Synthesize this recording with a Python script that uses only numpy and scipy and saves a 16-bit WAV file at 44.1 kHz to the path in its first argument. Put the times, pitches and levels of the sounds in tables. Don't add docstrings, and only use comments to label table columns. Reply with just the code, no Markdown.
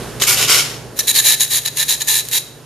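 import sys
import numpy as np
from scipy import signal
from scipy.fft import rfft, irfft, next_fast_len
from scipy.io import wavfile

SR = 44100
rng = np.random.default_rng(int(sys.argv[2]) if len(sys.argv) > 2 else 0)


def wrap_up_sound(samples):
    columns = np.atleast_2d(samples).T
    tamed = np.clip(columns, -1, 1)
    steps = np.round(tamed * 32767).astype(np.int16)
    wavfile.write(sys.argv[1], SR, steps)


N = 116865
T = np.arange(N) / SR

# (frequency [Hz], relative level [dB])
EDGE_SPECTRUM = [(200, -35), (500, -14.5), (1400, -13), (1900, -2.5), (3300, -1), (4400, 1.5), (5100, -2),
                 (6100, 0.5), (7000, 0), (8700, 3), (11500, 3.5), (12800, 6), (13800, -0.5), (15000, -2.5),
                 (16000, -23)]
# (frequency [Hz], width [Hz], relative gain [dB])
EDGE_RESONANCES = [(908, 92, 5.5), (1749, 69, 10.5), (3910, 143, 13.5), (4060, 160, -24), (5530, 150, 0.5),
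                   (6750, 175, 12), (10540, 560, 2)]


def from_db(db):
    return 10 ** (np.asarray(db) / 20)


def fader(points):
    return from_db(np.interp(T, *np.transpose(points)))


def unit_rms(x):
    return x / np.sqrt(np.mean(x ** 2) + 1e-20)


def at_hz(points, hz):
    freqs, values = np.transpose(points)
    return np.interp(np.log(hz + 1), np.log(freqs), values)


def drift(rate_hz):
    pole = np.exp(-2 * np.pi * rate_hz / SR)
    return unit_rms(signal.lfilter([1], [1, -2 * pole, pole * pole], rng.standard_normal(2 * N))[N:])


def resonate(x, hz, width_hz):
    radius = np.exp(-np.pi * width_hz / SR)
    feedback = [1, -2 * radius * np.cos(2 * np.pi * hz / SR), radius ** 2]
    return signal.lfilter(np.array([1, 0, -1]) * (1 - radius ** 2) / 2, feedback, x)


def highs(x, above_hz):
    return signal.sosfiltfilt(signal.butter(2, above_hz, "high", fs=SR, output="sos"), x)


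def coloured_stereo(pair, spectrum):
    # (frequency [Hz], left-right correlation [ratio])
    image = [(100, 0.81), (1200, 0.87), (2500, 1), (4000, 0.79), (6000, 0.38), (7000, 0.53), (10000, 0.36),
             (15000, 0.1)]
    size = next_fast_len(N + SR // 10)
    hz = np.arange(size // 2 + 1) * SR / size
    alike = at_hz(image, hz)
    mid, side = rfft(pair, size) * from_db(at_hz(spectrum, hz)) * np.sqrt([1 + alike, 1 - alike])
    return unit_rms(irfft(np.array([mid + side, mid - side]), size)[:, :N])


def room_tone():
    # (frequency [Hz], level within the room tone [dB])
    partials = [(59, -17.5), (119, -9.5), (147, -8), (240, -19)]
    # (frequency [Hz], relative level [dB])
    air_spectrum = [(18, -51), (30, -26), (49, -13), (85, -19), (102, -12), (124, -5), (202, -13.5),
                    (344, -11.5), (443, -6.5), (478, -11), (836, -19), (1540, -21.5), (1700, -22),
                    (2090, -25.5), (3210, -26.5), (11200, -30), (13000, -31)]
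    # (time [s], level [dB])
    hiss_ride = [(0, 0), (.19, -1), (.85, -4), (2.6, 0)]
    # (time [s], level [dB])
    fade = [(0.0, -26.5), (0.24, -31), (0.52, -31.5), (0.65, -31.5), (0.85, -33), (1.31, -38.5),
            (2.41, -39.5), (2.65, -40.5)]
    hum = 0
    for hz, db in partials:
        amplitude = np.sqrt(2) * from_db(db + 2.8 * drift(1.36))
        hum += amplitude * np.sin(2 * np.pi * (hz * T + rng.random()) + 0.1 * drift(1.7))
    air = from_db(-0.5) * coloured_stereo(rng.standard_normal((2, N)), air_spectrum)
    air = signal.sosfilt(signal.butter(12, 12900, fs=SR, output="sos"), air)
    air += (fader(hiss_ride) - 1) * highs(air, above_hz=1750)
    return fader(fade) * (air + hum) * from_db([[-1.1], [1.1]])


def room_reverb(x, t60_s=0.53, predelay_s=.004, crossfeed=0.25):
    age = T[:SR]
    tail = rng.standard_normal((2, SR)) * from_db(-60 * age / t60_s) * (age > predelay_s)
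    tail /= np.sqrt(np.sum(tail ** 2, axis=1, keepdims=True))
    wet = signal.fftconvolve(x, tail, axes=1)[:, :N]
    wet = wet + crossfeed * wet[::-1]
    return from_db(-9.5) * signal.sosfilt(signal.butter(1, 7400, fs=SR, output="sos"), wet)


def reflections(x, span_s=0.0065, taps=6):
    out = x.copy()
    tap_gain = from_db(-7.5) / np.sqrt(taps)
    for share, polarity in rng.uniform([.1, -1], 1, (taps, 2)):
        out += np.sign(polarity) * tap_gain * np.roll(x, int(share * span_s * SR), axis=1)
    return out


def knocks():
    # (time [s], level [dB])
    landings = [(.217, -21.5), (0.992, -23.5)]
    # (frequency [Hz], width [Hz], relative level [dB])
    modes = [(503, 45, -5), (940, 150, -3), (1350, 120, -1), (1740, 90, -1.5)]
    out = 0
    for start, level_db in landings:
        age = np.maximum(T - start, 0)
        for hz, width, db in modes:
            out += from_db(level_db + db) * np.exp(-np.pi * width * age) * np.sin(2 * np.pi * hz * age)
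    return out


def grit(spectrum, grains_per_s=1800, spread_db=2.6, grain_s=.0005, powder=.7):
    hits = rng.random(N) < grains_per_s / SR
    sizes = hits * from_db(spread_db * np.minimum(rng.exponential(1, N), 4))
    crush_power = signal.lfilter([1], [1, -np.exp(-2 / (grain_s * SR))], sizes ** 2 + 1e-18)
    judder = from_db(-0.3 * drift(rate_hz=108))
    force = np.sqrt(powder ** 2 + crush_power / crush_power.mean()) * judder
    return coloured_stereo(force * rng.standard_normal((2, N)), spectrum)


def glass_ring(force, modes):
    return sum(from_db(db) * resonate(force, hz, width) for hz, width, db in modes)


def drag_and_ticks(tick_decay_s=0.0023):
    # (time [s], relative level [dB])
    drag_ride = [(.94, -58), (.97, -26.5), (1.06, -28), (1.23, -18), (1.38, -26.5), (1.62, -30),
                 (1.74, -35.5), (1.86, -26.5), (2.04, -30.5), (2.25, -34.5), (2.40, -24), (2.45, -69)]
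    # (time [s], relative level [dB])
    catches = [(.351, -21), (0.943, -35), (.968, -29), (1.144, -16), (1.23, -19), (1.772, -6.5),
               (1.803, -12), (2.252, -16), (2.286, -13), (2.313, -13)]
    drag = from_db(-4) * fader(drag_ride)
    ticks = 0
    for start, db in catches:
        ticks += from_db(db - 6) * (T >= start) * np.exp(-np.abs(T - start) / tick_decay_s)
    scrape = grit(EDGE_SPECTRUM)
    ring_drive = from_db(-5.5) * drag + from_db(-13) * ticks
    return scrape * (drag + ticks) + glass_ring(scrape * ring_drive, EDGE_RESONANCES)


def rub(strokes, spectrum, modes, grip_detune=0.0036):
    scrape = grit(spectrum)
    treble = highs(scrape, above_hz=6640)
    out = 0
    for start, attack, hold, release, first_db, last_db, treble_db, ring_db, stone_hz, stone_db in strokes:
        corners = start + np.cumsum([0, attack, hold, release])
        pressure = np.interp(T, corners, [0, from_db(first_db), from_db(last_db), 0])
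        stroke = pressure * (scrape + (from_db(treble_db) - 1) * treble) + 1e-12 * scrape
        gripped = [(hz * (1 + grip_detune * rng.uniform(-1.2, 1)), width, db) for hz, width, db in modes]
        stone_ring = from_db(stone_db) * resonate(stroke, stone_hz, width_hz=220)
        out += reflections(stroke) + stone_ring + from_db(ring_db) * glass_ring(stroke, gripped)
    return out


def flat_grinding():
    # (start [s], attack [s], hold [s], release [s], hold start level [dB], hold end level [dB],
    # treble gain [dB], glass ring gain [dB], stone pitch [Hz], stone ring gain [dB])
    strokes = [ (.198, 0.0032, 0.014, .004, -26, -26.5, -9, -16, 4200, -13),
               (.214, .004, 0.0072, .006, -19, -15, -5.5, -18, 3470, 5.5),
               (.227, 0.003, 0.0044, 0.033, -25, -20.5, -3, -23, 6940, 3),
               (.263, 0.012, 0.053, 0.039, -20.5, -20, 0.5, 3.5, 2300, 3),
               (.354, 0.022, .053, 0.053, -22, -18.5, -5, -18, 2890, -0.5),
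               (.470, 0.033, 0.099, 0.043, -15, -20.5, -5, 4.5, 2800, -35),
               (.630, 0.017, 0.037, .12, -30, -35.5, -9, -8, 1880, 1)]
    # (frequency [Hz], relative level [dB])
    spectrum = [(150, -34), (400, -11.5), (900, -9.5), (1800, -6.5), (2800, -3), (5000, -3), (7200, 0.5),
                (9000, -2.5), (13000, -1), (15000, -20), (16000, -30)]
    # (frequency [Hz], width [Hz], relative gain [dB])
    modes = [(1414, 70, -1), (2234, 40, -2), (3108, 80, -5), (4750, 90, -6), (5290, 190, -3),
             (5680, 40, -7), (9813, 50, -2)]
    return from_db(8) * rub(strokes, spectrum, modes)


def edge_grinding():
    # (start [s], attack [s], hold [s], release [s], hold start level [dB], hold end level [dB],
    # treble gain [dB], glass ring gain [dB], stone pitch [Hz], stone ring gain [dB])
    strokes = [ (.987, 0.0066, 0.0057, 0.0028, -15, -15, 3.5, -12, 5770, 17.5),
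               (1.002, 0.0031, 0.0017, .008, -13, -16.5, -4, 3, 8500, 7),
               (1.070, 0.0053, 0.039, 0.0057, -14, -15.5, -0.5, 1, 8500, 2),
               (1.135, 0.034, 0.024, .008, -10.5, -24, -1, -1.5, 4200, 13),
               (1.184, 0.0036, 0.016, 0.0069, -22, -13.5, -2, 6.5, 6780, 10),
               (1.238, 0.014, 0.089, 0.015, -10.5, -12, -1.5, -0.5, 10100, -3),
               (1.393, 0.015, 0.041, 0.0096, -14, -21.5, 1, 1.5, 6860, 1),
               (1.495, 0.019, 0.056, 0.035, -16.5, -14, -1.5, -0.5, 4450, -12),
               (1.647, 0.01, 0.0048, 0.0076, -15.5, -12, -6, -1.5, 11050, 11),
               (1.668, 0.0097, 0.01, 0.012, -13.5, -25, -6, -3, 5640, -16),
               (1.756, 0.026, 0.048, 0.016, -17, -15, -4.5, 0, 11030, 8),
               (1.879, 0.014, 0.047, 0.022, -13, -17, -3.5, 1, 11000, -9),
               (1.999, 0.0057, 0.021, 0.0058, -18.5, -16.5, -5.5, 1, 12600, -8),
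               (2.069, 0.013, 0.11, 0.029, -13.5, -16.5, -1, -1.5, 6800, -18),
               (2.310, 0.022, 0.048, 0.012, -16, -13.5, -2.5, -1.5, 11800, 1)]
    return from_db(-1) * rub(strokes, EDGE_SPECTRUM, EDGE_RESONANCES)


def scene():
    flat = flat_grinding()
    edge = edge_grinding() + drag_and_ticks()
    landing = knocks()
    reverb_send = from_db(2.5) * flat + from_db(-1.5) * edge + landing
    return flat + edge + landing + room_reverb(reverb_send) + room_tone()


def record(dry, ceiling=1.15):
    notched = dry - 0.59 * resonate(dry, hz=7900, width_hz=330)
    rounded = notched / (1 + (notched / ceiling) ** 4) ** .25
    return signal.sosfilt(signal.ellip(10, .2, 80, 15200, fs=SR, output="sos"), rounded)


dry = scene()
out = record(dry)
wrap_up_sound(out)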